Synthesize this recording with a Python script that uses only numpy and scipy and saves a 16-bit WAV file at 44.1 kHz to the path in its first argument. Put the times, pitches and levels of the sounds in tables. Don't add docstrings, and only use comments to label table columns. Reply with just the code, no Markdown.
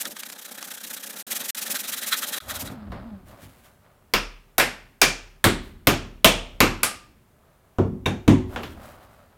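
import sys
import numpy as np
from scipy import signal
from scipy.fft import rfft, irfft
from scipy.io import wavfile

SR = 44100
rng = np.random.default_rng(int(sys.argv[2]) if len(sys.argv) > 2 else 0)


def volts(x):
    e = np.asarray(x, float) / 20
    return 10 ** e


def store_pcm(level_fs):
    pcm = np.round(np.clip(level_fs, -1, 1) * 32767).astype(np.int16)
    wavfile.write(sys.argv[1], SR, np.atleast_2d(pcm).T)


N = 413216
SECONDS = np.arange(N) / SR

# start in seconds, end in seconds.
SILENCES = [(0.025, 0.029), (0.105, 0.108), (1.226, 1.268), (1.506, 1.549), (2.386, 2.404)]
# time in seconds, relative tooth hiss in dB, relative bite in dB,
# push over pull in hiss in dB, push over pull in bite in dB.
EFFORT = [(0.017, -35, -50, -4, 1), (0.077, -35.5, -41.5, 2, 27), (0.168, -41, -45, 6.5, -2),
          (0.33, -39, -48, 7, -2), (0.72, -36.5, -43.5, 3, 8), (0.85, -35.5, -42.5, -1, 6.5),
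          (1.2, -36, -44.5, 2, 11), (1.28, -29, -38, 5, 10), (1.5, -28.5, -37, 3.5, 3),
          (1.67, -29, -39, 2, 9.5), (2.0, -30, -36, -2.5, 12.5), (2.23, -26.5, -35.5, 2, 17),
          (2.39, -25.5, -29.5, 1.5, 5.5), (2.5, -29, -33, 11, 5), (2.671, -34.5, -48.5, -5.5, 13),
          (2.72, -53, -56, 0.1, 0.1)]
# time in seconds, then relative crack, thud and treble in dB.
HAMMER = [(4.1369, -3, -31, -13.5), (4.581, -6.5, -30, -7.5), (4.5981, -4.5, -35, -22),
          (5.016, -1, -27.5, -2), (5.441, -3, -19.5, -10.5), (5.45, -26.5, -14, -21.5),
          (5.8707, -2, -13, -6.5), (6.2448, 1, -15.5, -2), (6.6039, -1, -14.5, -9),
          (6.8318, -11.5, -37.5, -7)]


def rms_one(x):
    return x / np.sqrt(np.mean(x ** 2) + 1e-20)


def filtered(x, order, hz, kind="low"):
    return signal.sosfilt(signal.butter(order, hz, kind, fs=SR, output="sos"), x)


def in_time(rows):
    s, *columns = np.transpose(rows)
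    return [np.interp(SECONDS, s, c) for c in columns]


def at_hz(points, hz, column=1):
    points = np.array(points)
    return np.interp(np.log(hz), np.log(points[:, 0]), points[:, column])


def clicks_at(times, sizes):
    out = np.full(N, 1e-18)
    out[np.round(np.asarray(times) * SR).astype(int)] = sizes
    return out


def ring(clicks, hz, t60):
    r = volts(-60 / (t60 * SR))
    w = 2 * np.pi * hz / SR
    return signal.lfilter([0, np.sin(w)], [1, -2 * r * np.cos(w), r * r], clicks)


def width_t60(width):
    return np.log(1000) / (np.pi * width)


def dying(clicks, t60):
    return signal.lfilter([1], [1, -volts(-60 / (t60 * SR))], clicks)


def coloured(x, spectrum):
    hz = np.arange(1, N // 2 + 2) * SR / N
    return rms_one(irfft(rfft(x) * volts(at_hz(spectrum, hz)), N))


def grains(per_s, spread_db):
    sizes = volts(spread_db * np.minimum(rng.exponential(1, N), 4)) * rng.standard_normal(N)
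    return rms_one(sizes * (rng.random(N) < per_s / SR))


def flicker(per_s):
    knots = rng.standard_normal(2000)
    return np.interp(SECONDS * per_s, np.arange(2000), knots)


def swell(rows):
    rise_share, fall_db = 0.17, 21
    out = np.zeros(N)
    for start, length, peak_db in rows:
        u = (SECONDS - start) / length
        rise = np.clip(u / rise_share, 0, 1)
        fall = np.clip(u - rise_share, 0, 9) / (1 - rise_share)
        out += (rise * volts(peak_db - fall_db * fall)) ** 2
    return out


def all_blows():
    # time in seconds, then relative crack, thud, wood in dB.
    knocks = [(2.621, -44, -35, -44), (2.6982, -39.5, -35.5, -40), (2.9191, -35.5, -54, -31),
              (3.4279, -45.5, -40, -64.5), (7.7845, -30.5, -8.5, -19.5), (7.925, -69, -30, -59),
              (8.0602, -15, -17, -19), (8.278, -9.5, -3.5, -16), (8.5601, -24.5, -36, -22),
              (8.632, -26.5, -39, -44)]
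    rows = []
    for s, crack, thud, treble in HAMMER:
        wood = crack - 3.5 + 0.31 * (thud - crack)
        rows.append((s, crack, thud, wood, treble, .95))
    for s, crack, thud, wood in knocks:
        rows.append((s, crack, thud, wood, crack - 13.5, 0.56))
    return np.transpose(rows)


def room_hum():
    # frequency in Hz, relative density in dB.
    room_colour = [(88, -24.5), (150, -15), (309, -40), (361, -23), (484, -27.5), (1260, -32.5),
                   (4860, -46.5), (16000, -43.5)]
    return volts(-62) * coloured(rng.standard_normal(N), room_colour)


def bench_rumble():
    # frequency in Hz, relative density in dB.
    rumble_colour = [(15, -33), (25, -5.5), (65, 2), (92, 2.5), (166, -11.5), (209, -3), (400, -14.5),
                     (520, -41), (880, -120)]
    # start in seconds, length in seconds, relative peak in dB.
    leans = [(2.405, 0.69, -42), (2.8, 0.69, -37.5), (3.35, 0.55, -57), (8.5, 1.06, -50)]
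    s, _, thud_db, *_ = all_blows()
    shake = dying(clicks_at(s, volts(thud_db - 25.5)), 1.51)
    power = swell(leans) + shake ** 2 + volts(-65) ** 2
    return np.sqrt(power) * volts(1.5 * flicker(10)) * coloured(rng.standard_normal(N), rumble_colour)


def sleeve_rustle():
    # frequency in Hz, relative density in dB.
    rustle_colour = [(880, -32), (1500, -2), (1590, -2), (4040, -9), (4920, -12), (15100, -10),
                     (16000, -10)]
    # start in seconds, length in seconds, relative peak in dB.
    rustles = [(2.405, .5, -80), (3.25, 0.23, -53), (3.36, 0.37, -51), (3.63, 0.175, -55), (5.6, .25, -60),
               (6.7, 0.15, -65), (8.47, 0.42, -49.5), (8.75, 0.63, -55.5)]
    level = np.sqrt(swell(rustles) + volts(-77) ** 2)
    return level * volts(2.5 * flicker(25)) * coloured(grains(per_s=9000, spread_db=2.5), rustle_colour)


def drags_and_breaths():
    # frequency in Hz, relative density in dB.
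    swell_colour = [(240, -45.5), (400, -6.5), (594, 8.5), (899, 0), (1260, 1.5), (2470, -14),
                    (4000, -17.5), (5200, -21.5), (8800, -120)]
    # start in seconds, length in seconds, relative peak in dB.
    swells = [(2.405, 0.81, -41.5), (2.895, 0.38, -45.5), (3.25, 0.47, -49.5), (3.63, 0.22, -58.5),
              (3.8, .35, -58), (7.25, 1.26, -63.5), (8.47, 0.44, -44), (8.7, 0.89, -47.5)]
    dull = coloured(grains(per_s=3900, spread_db=2.5), swell_colour)
    return np.sqrt(swell(swells)) * volts(0.5 * flicker(31.3)) * dull


def handling():
    quiet = room_hum() + bench_rumble() + sleeve_rustle() + drags_and_breaths()
    return filtered(quiet, 8, 15800) * (SECONDS > SILENCES[-1][0])


def blade_wobble():
    # time in seconds, centre pitch in Hz, relative level in dB.
    bends = [(2.56, 254.8, -55), (2.68, 275.3, -42), (2.702, 296.4, -49), (2.79, 219.3, -40.5),
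             (2.952, 175, -47), (2.986, 169.7, -52), (3.062, 237, -39.5), (3.172, 188.6, -42.5),
             (3.22, 200, -59)]
    hz, level_db = in_time(bends)
    phase = 2 * np.pi * np.cumsum(hz * (1 + 0.0172 * flicker(60))) / SR
    on = np.clip(np.minimum(SECONDS - bends[0][0], bends[-1][0] - SECONDS) / 0.025, 0, 1)
    tone = np.sin(phase) + volts(-19) * np.sin(3 * phase) + volts(-24) * np.sin(4 * phase)
    return np.sqrt(2) * volts(level_db + 2.5 * flicker(30)) * on * tone


def steel():
    # time in seconds, relative chisel level in dB,
    # chisel pitch favoured by the grip in Hz, relative hammer head level in dB.
    strikes = [(4.139, -31, 2450, -40), (4.582, -25, 3500, -27), (5.015, -16, 2380, -46),
               (5.442, -28, 2400, -47), (5.872, -30, 1800, -52), (6.248, -27, 2400, -46),
               (6.605, -28, 2720, -29), (6.831, -25, 1210, -60), (8.058, -16, 3700, -75)]
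    # frequency in Hz, relative level in dB, t60 in seconds.
    chisel_modes = [(1130, -5, .12), (1205, 0, .4), (1240, -3, .35), (2310, -1, .18), (2375, -2, .36),
                    (2480, -1, .14), (2700, -2, .12), (3550, -2, .08), (3720, 0, .1), (5800, 5, .045)]
    head_modes = [(11340, -14, .35), (14300, -6, .12)]
    s, chisel_db, favoured, head_db = np.transpose(strikes)
    out = np.zeros(N)
    for hz, level_db, t60 in chisel_modes:
        damped_db = -26 * np.abs(np.log2(hz / favoured))
        hit_db = chisel_db + level_db + damped_db + rng.normal(0, 2.5, len(s))
        chatter = .6 + .75 * flicker(160)
        out += ring(clicks_at(s, volts(hit_db)), hz, t60) * chatter
    for hz, level_db, t60 in head_modes:
        out += ring(clicks_at(s, volts(head_db + level_db)), hz, t60)
    half = SR // 2
    echoes = rng.standard_normal(half) * volts(-60 * SECONDS[:half] / 0.3)
    return out + volts(-39) * signal.fftconvolve(out, echoes)[:N]


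def cracks():
    part_hz = [170, 700, 3000, 10000]
    # frequency in Hz, relative density in dB.
    blow_colour = [(50, -13), (100, -10.5), (250, -2), (500, -5), (1000, -8.5), (2400, -13.5), (5000, -21),
                   (8000, -26), (14000, -26), (17000, -36)]
    # frequency in Hz, first t60 in seconds, room t60 in seconds.
    decay = [(60, 0.08, 0.42), (166.4, 0.38, 0.28), (419.8, 0.22, 0.58), (1120, 0.23, 0.55),
             (2750, 0.25, 0.58), (7100, 0.27, 0.46), (15170, 0.1, 0.15)]
    s, crack_db, thud_db, wood_db, treble_db, tick = all_blows()
    levels = np.transpose([thud_db + 6, wood_db + 1, crack_db - 4.0, treble_db + 1.5])
    edges = 44 * 2 ** (np.arange(27) / 3)
    white, out = rng.standard_normal((2, N)), np.zeros(N)
    for k, (low, high) in enumerate(zip(edges, edges[1:])):
        hz = np.sqrt(low * high)
        band_db = np.array([np.interp(np.log(hz), np.log(part_hz), row) for row in levels])
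        size = volts(band_db + at_hz(blow_colour, hz) + rng.normal(0, 2.5, len(s)))
        hits = clicks_at(s, size)
        fall = dying(hits, at_hz(decay, hz)) + volts(-14) * dying(hits, at_hz(decay, hz, column=2))
        fall -= 0.7 * dying(hits, 12 / hz + 0.0032)
        fall += 3.0 * dying(clicks_at(s, size * tick), 0.012)
        out += volts(12.5) * filtered(fall * white[k % 2], 2, [low, high], "band")
    return out


def slab_thuds():
    # frequency in Hz, relative level in dB, t60 in seconds.
    slab_modes = [(98.8, 0, 0.36), (143.7, -2, 0.35), (210, -0.5, 0.23), (259, -5, 0.43),
                  (370, -10.5, 0.53), (495, -4, 0.16), (748, 0.5, 0.062), (1040, -1.5, 0.099),
                  (1493, -3.5, .07), (1990, -14.5, .06), (2260, -10.5, .06), (3870, -13.5, .06)]
    s, crack_db, thud_db, wood_db, *_ = all_blows()
    out = np.zeros(N)
    for hz, level_db, t60 in slab_modes:
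        cause_db = thud_db if hz < 400 else wood_db if hz < 1800 else crack_db
        size = volts(cause_db + level_db - 6.0 + rng.normal(0, 1.6, len(s)))
        push = clicks_at(s, size * rng.choice([-1, 1], len(s)))
        soft = np.hanning(int(SR / hz * 0.49) + 3)
        out += ring(np.convolve(push, soft / soft.sum())[:N], hz, t60)
    return out


def floor_boom():
    s, _, _, wood_db, *_ = all_blows()[:, :len(HAMMER)]
    push = np.convolve(clicks_at(s, volts(wood_db - 13.5)), np.hanning(1000) / 500)[:N]
    return ring(push, hz=37, t60=.9) * volts(3.0 * flicker(25))


def strokes():
    # first stroke in seconds, last stroke in seconds, slowing share.
    runs = [(0.017, 0.077, -0.6), (0.116, 0.116, 0), (0.168, 1.202, 0.01), (1.277, 1.499, 0.02),
            (1.541, 1.935, 0.01), (1.982, 2.338, 0.03), (2.378, 2.378, 0), (2.505, 2.72, 0.01)]
    run_strokes = [3, 1, 33, 6, 10, 8, 1, 5]
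    s, push = [], []
    for (first, last, slowing), count in zip(runs, run_strokes):
        u = np.linspace(0, 1, count)
        s += list(first + (last - first) * (u + slowing * (u * u - u)))
        push += list(np.arange(count) % 2 - .5)
    push = np.array(push)
    at, *columns = np.transpose(EFFORT)
    hiss_db, bite_db, hiss_lead_db, bite_lead_db = [np.interp(s, at, c) for c in columns]
    uneven = 2.83 * rng.standard_normal((len(s), 2))
    hiss_db = hiss_db + push * hiss_lead_db + uneven[:, 0]
    bite_db = bite_db + push * bite_lead_db + uneven[:, 1]
    return s, np.minimum(np.gradient(s), .055), hiss_db, bite_db


def stroke_powers():
    hiss_width, bite_width = .27, .24
    bite_rise, bite_fall = .75, 1.35
    hiss_power, bite_power = np.zeros((2, N))
    for s, gap, hiss_db, bite_db in zip(*strokes()):
        near = slice(max(int((s - .1) * SR), 0), int((s + .1) * SR))
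        lag = np.abs(SECONDS[near] - s) / gap
        rest = volts(2 * -19) * np.exp(-lag / .9)
        hiss_power[near] += volts(2 * hiss_db) * (np.exp(-(lag / hiss_width) ** 2.6) + rest)
        side = np.where(SECONDS[near] < s, bite_rise, bite_fall)
        bite_power[near] += volts(2 * bite_db) * (np.exp(-(lag / bite_width / side) ** 2) + rest)
    return hiss_power, bite_power


def tooth_hiss():
    # frequency in Hz, relative density in dB.
    hiss_colour = [(700, -22.5), (1100, -10.5), (2500, -0.5), (4400, -2.5), (5000, -1.5), (5600, 0.5),
                   (10500, 0.5), (14700, 1), (16000, -15)]
    return coloured(grains(per_s=24000, spread_db=0.0), hiss_colour)


def kerf_bite():
    # frequency in Hz, width in Hz, relative level in dB.
    kerf_modes = [(1270, 170, -3), (1554, 170, -1.5), (1850, 200, -1), (2590, 600, -8), (3250, 260, -1),
                  (3950, 380, 0.5)]
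    bites, bite = grains(per_s=4800, spread_db=-3.0), np.zeros(N)
    for hz, width, level_db in kerf_modes:
        mode = rms_one(ring(bites, hz, width_t60(width)))
        bite = -bite + volts(level_db + 2.2 * flicker(40)) * mode
    return rms_one(filtered(bite, 4, 1050, "high"))


def tooth_snags():
    # time in seconds, relative peak in dB.
    snags = [(0.0541, -19), (0.1669, -25), (0.2337, -22), (0.3002, -27), (0.3235, -30), (0.627, -22)]
    s, peak_db = np.transpose(snags)
    caught = clicks_at(s, volts(peak_db))
    fall = dying(caught, .01) + volts(-12) * dying(caught, .06)
    return filtered(fall * rng.standard_normal(N), 2, [900, 9000], "band")


def slab_drone():
    # frequency in Hz, relative density in dB.
    drone_colour = [(59, -77), (100, -21), (164, -2.5), (205, 5), (417, 2), (539, 4.5), (828, 0.5),
                    (1020, 3), (1300, -1), (1690, 5), (2860, -120)]
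    # frequency in Hz, width in Hz, relative level in dB.
    drone_peaks = [(273, 82, 2.5), (605, 32, 0.5), (890, 95, 4)]
    # start in seconds, length in seconds, relative peak in dB.
    jolts = [(0.055, .1, -40), (0.096, .05, -41)]
    body = coloured(grains(per_s=2500, spread_db=4.0), drone_colour)
    sung = np.zeros(N)
    for hz, width, level_db in drone_peaks:
        sung += volts(level_db) * ring(body, hz, width_t60(width)) * width
    effort = volts(-51 + 0.58 * (in_time(EFFORT)[0] + 35.5))
    drone = effort * (body + 0.47 * rms_one(sung)) * (SECONDS < SILENCES[-1][0])
    drone += np.sqrt(swell(jolts)) * rms_one(filtered(body, 3, 800))
    return drone * volts(2.5 * flicker(40))


def saw():
    hiss_power, bite_power = stroke_powers()
    hiss = volts(-1.5) * np.sqrt(hiss_power) * tooth_hiss()
    bite = volts(-1.0) * np.sqrt(bite_power) * kerf_bite()
    cut = hiss + bite + tooth_snags() + slab_drone()
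    return filtered(filtered(cut, 3, 120, "high"), 10, 15900)


def scene():
    open_gain = np.ones(N)
    for start, end in SILENCES:
        shut = (SECONDS > start) & (SECONDS < end)
        tail = volts(-34 - 3500 * (SECONDS[shut] - start))
        reopening = np.clip(1 - (end - SECONDS[shut]) / 0.0018, 0, 1) ** 2
        open_gain[shut] = np.maximum(tail, reopening)
    blows = cracks() + slab_thuds() + floor_boom()
    mix = handling() + blade_wobble() + steel() + blows + saw()
    return (mix * open_gain)[None]


def low_pass(x):
    return signal.sosfilt(signal.butter(12, 16980, fs=SR, output="sos"), x)


def record(dry):
    rounded = .95 * np.tanh(dry / .95)
    return low_pass(rounded)


dry = scene()
out = record(dry)
store_pcm(out)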